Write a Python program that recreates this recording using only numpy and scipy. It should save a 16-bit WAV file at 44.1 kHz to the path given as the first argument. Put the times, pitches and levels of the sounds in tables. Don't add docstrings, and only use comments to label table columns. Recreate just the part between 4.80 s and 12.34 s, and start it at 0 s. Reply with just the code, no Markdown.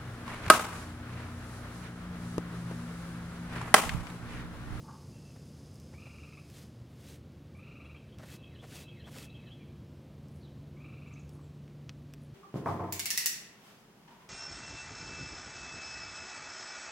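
import sys
import numpy as np
from scipy import signal
from scipy.fft import rfft, irfft
from scipy.io import wavfile

SR = 44100
rng = np.random.default_rng(int(sys.argv[2]) if len(sys.argv) > 2 else 0)


def store_wav(level_fs):
    pcm = np.round(np.clip(np.atleast_2d(level_fs), -1, 1) * 32767)
    wavfile.write(sys.argv[1], SR, pcm.T.astype(np.int16))


N = 332514
TIME_S = np.arange(N) / SR

# start in seconds, length in seconds, level in dB.
CROAKS = [(.01, .19, -52.5), (6.45, 0.23, -67.5)]
# resonance in Hz, bandwidth in Hz, gain in dB.
THROAT_MODES = [(895, 55, -3), (1127, 175, 4.5), (1500, 64, -12)]
# delay in seconds, relative gain in dB.
POND_ECHOES = [(.0075, -8), (0.0147, -6.5), (0.019, -7.5)]
HULL_ECHOES = [(.0031, -14), (.0054, -20.5), (.0078, -15.5)]

# time in seconds, level in dB.
RUMBLE_LEVELS = [(0, -51.5), (1.8, -53), (3.2, -52.5), (6, -51.5), (7.2, -53.5)]
DRONE_LEVELS = [(0, -51), (2, -55), (3.3, -56.5), (4.3, -51.5), (5.2, -52.5), (5.7, -48.5), (7.54, -47.5)]
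# frequency in Hz, level in dB.
HUM_TONES = [(76.5, -62.5), (84, -62), (119.7, -57.5), (240, -71), (287, -72), (350, -68.5)]
# frequency in Hz, relative level in dB.
RUMBLE_SPECTRUM = [(20, -36), (35, -21), (55, -6), (80, 3.5), (100, 1.5), (140, -2.5), (210, -0.5),
                   (300, -7.5), (400, -12), (520, -13), (750, -21.5), (1100, -28.5), (2000, -50.5)]
LEAF_SPECTRUM = [(600, -10), (1100, 6), (1800, 2.5), (3000, 1.5), (4200, -1.5), (5500, -4.5), (8000, -10.5),
                 (11000, -14), (15500, -16.5)]
RUN_SPECTRUM = [(2500, -15), (4200, -7), (4750, -0.5), (5150, 3), (5550, -5.5), (6200, -2), (6900, -5.5),
                (7250, -6.5), (8100, -9), (9600, -7.5), (12000, -15), (15500, -24)]
BRUSH_SPECTRUM = [(4000, -12), (7000, -1), (10000, 11), (15500, -10)]
GRIP_SPECTRUM = [(200, -36), (500, 10), (900, 1), (1900, -5), (3500, -14), (8000, -21), (15000, -39)]
PULL_SPECTRUM = [(400, 9.5), (900, -0.5), (1800, 1.5), (3500, 3), (5500, 0.5), (8000, -1.5), (11000, -4),
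                 (15500, -8.5)]
SQUEAK_SPECTRUM = [(1100, -28), (1500, 4), (1750, 5), (2100, 4), (2600, -22)]

# start in seconds, length in seconds, level in dB.
BRUSHES = [(.005, 0.045, -71), (.925, .04, -72), (2.74, 0.083, -80), (3.05, .04, -81), (3.26, 0.03, -79),
           (5.46, 0.2, -78), (6.48, .12, -76), (7.39, 0.097, -73)]
GRIPS = [(.553, 0.023, -58), (1.116, 0.047, -56), (1.262, 0.019, -57), (3.374, 0.052, -53),
         (3.418, 0.041, -52), (3.814, 0.055, -52.5), (4.255, 0.049, -52), (4.348, 0.035, -49)]
SQUEAKS = [(3.405, 0.049, -60), (3.455, 0.09, -60.5), (3.9, 0.057, -62), (4.335, 0.033, -55.5)]
# start, fastest moment, braking and stop in seconds, gain in dB.
PULLS = [(1.64, 1.785, 1.83, 1.95, -57), (2.09, 2.30, 2.36, 2.42, -57.5), (3.385, 3.53, 3.565, 3.60, -54),
         (3.815, 3.955, 4.032, 4.08, -51.5), (4.255, 4.38, 4.45, 4.495, -51.5)]

# start and length in seconds, start, middle and end pitch in Hz, level in dB.
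CHIRPS = [(0.316, .08, 2660, 2735, 2560, -69), (0.437, .088, 2670, 2670, 2540, -69),
          (3.912, .022, 1840, 2240, 2610, -65), (4.785, .06, 2490, 2390, 2060, -65.5),
          (5.603, 0.083, 4730, 3960, 3220, -66.5), (6.268, 0.027, 7900, 7200, 6300, -77),
          (6.321, 0.031, 8000, 6670, 5200, -66), (6.391, 0.018, 8070, 6650, 5070, -64),
          (6.56, .14, 8500, 7800, 7000, -80.5)]
PHRASE_NOTES = [(.01, 0.125, 2630, 2603, 2592, -61.5), (0.066, 0.034, 3390, 3330, 3310, -63.5),
                (0.126, 0.073, 2650, 2674, 2585, -69), (0.137, 0.021, 3680, 3920, 3850, -63),
                (0.183, 0.0343, 3000, 3280, 3110, -59), (.185, 0.0695, 2610, 2604, 2480, -62.5),
                (0.209, .11, 3930, 3890, 3880, -78), (0.246, .1, 2520, 1925, 1597, -68),
                (0.303, .02, 3850, 4050, 3300, -64.5), (0.311, .025, 3150, 2950, 2740, -62.5),
                (0.344, 0.0348, 2930, 3304, 3420, -57.5)]
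# start in seconds, gain in dB.
PHRASES = [(2.972, -8.5), (3.44, -0.5), (3.892, 1.5), (4.358, 3)]

# time in seconds, rod strength in dB, snap strength in dB.
CLICKS = [(.957, -70, -51), (1.0, -69, -47.5), (1.701, -51, -47), (2.285, -60, -51), (2.5202, -80, -64),
          (3.386, -50, -50), (4.385, -42, -39), (5.4844, -76, -56), (5.5613, -76, -62), (6.4932, -57, -50),
          (6.879, -55, -66), (7.0936, -31, -62), (7.3375, -43.5, -43)]
# frequency in Hz, gain in dB, T60 in seconds.
ROD_MODES = [(1090, -10.5, 0.006), (1820, -6.5, 0.0082), (2540, -1, 0.0066), (3440, 1, 0.0025),
             (4300, -2.5, 0.0023), (5860, -3, 0.0037)]
SNAP_MODES = [(5300, -0.5, 0.0036), (8400, -3, 0.0027), (11900, -10, 0.0028), (13000, 5, 0.00049)]

# first and last pulse in seconds, pulse count, gain in dB, pitch ratio.
TRILLS = [(1.141, 1.571, 11, 0, .995), (2.748, 3.145, 10, 0, 1.005), (5.964, 6.357, 10, -2.5, .98)]
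# frequency in Hz, gain in dB.
VOCAL_SAC = [(1050, -6.5), (1270, -7), (1450, -9), (2100, 0), (2400, 0.5), (2850, 1.5), (3300, -30),
             (3700, -21), (3950, -12.5), (4300, -17)]


def from_db(db):
    return 10 ** (np.asarray(db) / 20)


def rms_one(x):
    return x / np.sqrt(np.mean(x ** 2) + 1e-20)


def gain_curve(rows):
    return from_db(np.interp(TIME_S, *np.transpose(rows)))


def add(track, start_s, sound):
    at = max(round(start_s * SR), 0)
    track[at:at + len(sound)] += sound[:max(N - at, 0)]


def swells(rows):
    out = np.zeros(N)
    for start_s, length_s, db in rows:
        add(out, start_s, from_db(db) * np.hanning(round(length_s * SR)))
    return out


def drift(rate_hz):
    hz = np.fft.rfftfreq(N, 1 / SR)
    return rms_one(irfft(rfft(rng.standard_normal(N)) / (1 + (hz / rate_hz) ** 2), N))


def coloured(x, spectrum):
    hz = np.fft.rfftfreq(N, 1 / SR) + 1e-3
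    points_hz, db = np.transpose(spectrum)
    gain = from_db(np.interp(np.log(hz), np.log(points_hz), db)) * np.minimum(hz / points_hz[0], 1) ** 2
    return rms_one(irfft(rfft(x) * gain, N))


def ring(x, hz, t60_s):
    r, w = from_db(-60 / (t60_s * SR)), 2 * np.pi * hz / SR
    return signal.lfilter([0, np.sin(w)], [1, -2 * r * np.cos(w), r * r], x + 1e-18)


def friction(spectrum, slips_per_s, spread_db):
    sizes = rng.standard_normal(N) * from_db(spread_db * np.minimum(rng.exponential(1, N), 4))
    return coloured(sizes * (rng.random(N) < slips_per_s / SR), spectrum)


def across_pond(x, echo_db, tail_db, t60_s):
    response = from_db(-60 * TIME_S / t60_s) * rng.standard_normal(N) * (1 - np.exp(-TIME_S / 0.047))
    response *= from_db(tail_db) / np.linalg.norm(response)
    response[0] = 1
    for delay_s, db in POND_ECHOES:
        response[round(delay_s * SR)] += from_db(db + echo_db)
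    return signal.fftconvolve(x, response)[:N]


def croaking_frog(pulse_hz=135, jitter=0.2, rasp=0.069, shudder_db=3):
    cycles = np.cumsum(pulse_hz * (1 + jitter * drift(80.7))) / SR
    pulses = np.diff(np.floor(cycles), prepend=0) + rasp * rng.standard_normal(N)
    voice = sum(from_db(db) * ring(pulses, hz, t60_s=np.log(1000) / (np.pi * width_hz))
                for hz, width_hz, db in THROAT_MODES)
    voice = signal.sosfilt(signal.butter(2, [780, 1480], "band", fs=SR, output="sos"), voice)
    voice = rms_one(voice * from_db(shudder_db * drift(50)))
    return across_pond(voice * swells(CROAKS), echo_db=-8, tail_db=-10.5, t60_s=0.99)


def outdoor_air(leaves_db=-69.5):
    rumble = gain_curve(RUMBLE_LEVELS) * coloured(rng.standard_normal(N), RUMBLE_SPECTRUM)
    leaves = from_db(leaves_db) * coloured(rng.standard_normal(N), LEAF_SPECTRUM)
    return rumble + leaves


def machinery(drone_hz=145.2, waver_hz=0.722, octave_db=-19, hum_waver_db=4, drone_waver_db=0.7):
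    hum = np.zeros(N)
    for hz, db in HUM_TONES:
        gain = from_db(db + hum_waver_db * drift(6.4))
        hum += gain * np.sin(2 * np.pi * np.cumsum(hz + waver_hz * drift(1.8)) / SR)
    phase = 2 * np.pi * np.cumsum(drone_hz + waver_hz * drift(1.92)) / SR
    drone = np.sin(phase) + from_db(octave_db) * np.sin(2 * phase)
    return hum + gain_curve(DRONE_LEVELS) * from_db(drone_waver_db * drift(6)) * drone


def line_run(start_db=-65, slowing_db_per_s=2.2, fade_from_s=1.83, fade_db_per_s=57):
    db = start_db - slowing_db_per_s * TIME_S - fade_db_per_s * np.maximum(TIME_S - fade_from_s, 0)
    return from_db(db) * friction(RUN_SPECTRUM, slips_per_s=18000, spread_db=1)


def line_brushes():
    return swells(BRUSHES) * friction(BRUSH_SPECTRUM, slips_per_s=1500, spread_db=2.5)


def whistle(length_s, start_hz, middle_hz, end_hz, flutter, slur_rasp=7, quavers_per_s=700):
    u = np.linspace(0, 1, round(length_s * SR))
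    hz = np.polyval(np.polyfit([0, 0.5, 1], [start_hz, middle_hz, end_hz], 2), u)
    count = 2 + round(length_s * quavers_per_s)
    quaver = np.interp(u, np.linspace(0, 1, count), rng.standard_normal(400)[:count])
    depth = flutter * (1 + slur_rasp * abs(np.log(end_hz / start_hz)))
    envelope = np.abs(np.sin(np.pi * u)) ** 0.62
    return envelope * np.sin(2 * np.pi * np.cumsum(hz * (1 + depth * quaver)) / SR)


def birds(scatter=0.38, shimmer_db=2.8):
    notes = np.zeros(N)
    for phrase_s, phrase_db in PHRASES:
        for offset_s, length_s, *pitches_hz, db in PHRASE_NOTES:
            note = whistle(length_s, *pitches_hz, flutter=0.0097)
            add(notes, phrase_s + offset_s, from_db(phrase_db + db) * note)
    for start_s, length_s, *pitches_hz, db in CHIRPS:
        add(notes, start_s, from_db(db) * whistle(length_s, *pitches_hz, flutter=0.0146))
    scattered = notes * from_db(shimmer_db * drift(90)) * (1 + scatter * drift(330))
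    return across_pond(scattered, echo_db=-2.5, tail_db=-4.5, t60_s=0.83)


def finger_grips():
    return swells(GRIPS) * friction(GRIP_SPECTRUM, slips_per_s=6000, spread_db=1)


def tackle_clicks(contact_s=0.001, chatter=0.084, low_cut_hz=950):
    out, t = np.zeros(N), TIME_S[TIME_S < 0.01]
    times_s, rod_db, snap_db = np.transpose(CLICKS)
    for modes, strengths_db in ((ROD_MODES, rod_db), (SNAP_MODES, snap_db)):
        for k, (hz, db, t60_s) in enumerate(modes):
            taps = np.zeros(N)
            for at_s, strength_db in zip(times_s, strengths_db):
                contact = (t == 0) + chatter * rng.standard_normal(len(t)) * np.exp(-t / contact_s)
                add(taps, at_s, from_db(strength_db + db) * contact)
            out += (-1) ** k * ring(taps, hz, t60_s)
    out = signal.sosfilt(signal.butter(2, low_cut_hz, "high", fs=SR, output="sos"), out)
    return out + sum(from_db(db) * np.roll(out, round(delay_s * SR)) for delay_s, db in HULL_ECHOES)


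def tree_frog(base_hz=1130, base_db=-53, note_s=0.0278, edge_s=0.0055, decay_s=0.021, slowing=0.16,
              warm_up_pulses=0.75, cold_db=-6.5, uneven_db=0.7, flutter=0.016, roughness=0.39):
    out, t = np.zeros(N), np.arange(round(note_s * SR)) / SR
    edges = np.sin(np.pi / 2 * np.minimum(np.minimum(t, note_s - t) / edge_s, 1))
    envelope = edges * np.exp(-t / decay_s)
    wobble = flutter * drift(200)
    sac_hz, sac_db = np.transpose(VOCAL_SAC)
    for first_s, last_s, count, trill_db, tune in TRILLS:
        for n in range(count):
            progress, cold = n / (count - 1), np.exp(-n / warm_up_pulses)
            start_s = first_s + (last_s - first_s) * progress * (1 - slowing * (1 - progress))
            onset_hz = base_hz * tune * (1 - 0.019 * cold - 0.03 * progress ** 2)
            rise = 0.259 * (1 - 0.65 * cold) * np.sin(np.pi / 2 * t / note_s)
            hz = onset_hz * (1 + rise + wobble[round(start_s * SR):][:len(t)])
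            phase = 2 * np.pi * np.cumsum(hz) / SR
            note = sum(from_db(np.interp(k * hz, sac_hz, sac_db)) * np.sin(k * phase) for k in (1, 2, 3))
            db = base_db + trill_db + cold_db * cold + uneven_db * rng.standard_normal()
            add(out, start_s, from_db(db) * note * envelope)
    voice = out * (1 + roughness * drift(230))
    return across_pond(voice, echo_db=0, tail_db=-5.5, t60_s=0.5)


def line_pulls(stages_db=(-18, 0, -4, -34), trim_db=0.5, flicker_db=1):
    envelope = sum(from_db(db + np.interp(TIME_S, stages_s, stages_db, left=-99, right=-99))
                   for *stages_s, db in PULLS)
    rasp = friction(PULL_SPECTRUM, slips_per_s=18000, spread_db=-0.5)
    return envelope * rasp * from_db(trim_db + flicker_db * drift(49))


def line_squeaks():
    return swells(SQUEAKS) * friction(SQUEAK_SPECTRUM, slips_per_s=2000, spread_db=1)


def scene():
    animals = tree_frog() + croaking_frog() + birds()
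    line = line_run() + line_pulls() + finger_grips() + line_squeaks() + line_brushes()
    mono = animals + line + tackle_clicks() + outdoor_air() + machinery()
    return np.stack([mono, mono])


def record(dry, cutoff_hz=15800):
    return signal.sosfilt(signal.ellip(12, 0.1, 70, cutoff_hz, fs=SR, output="sos"), dry)


dry = scene()
out = record(dry)
store_wav(out)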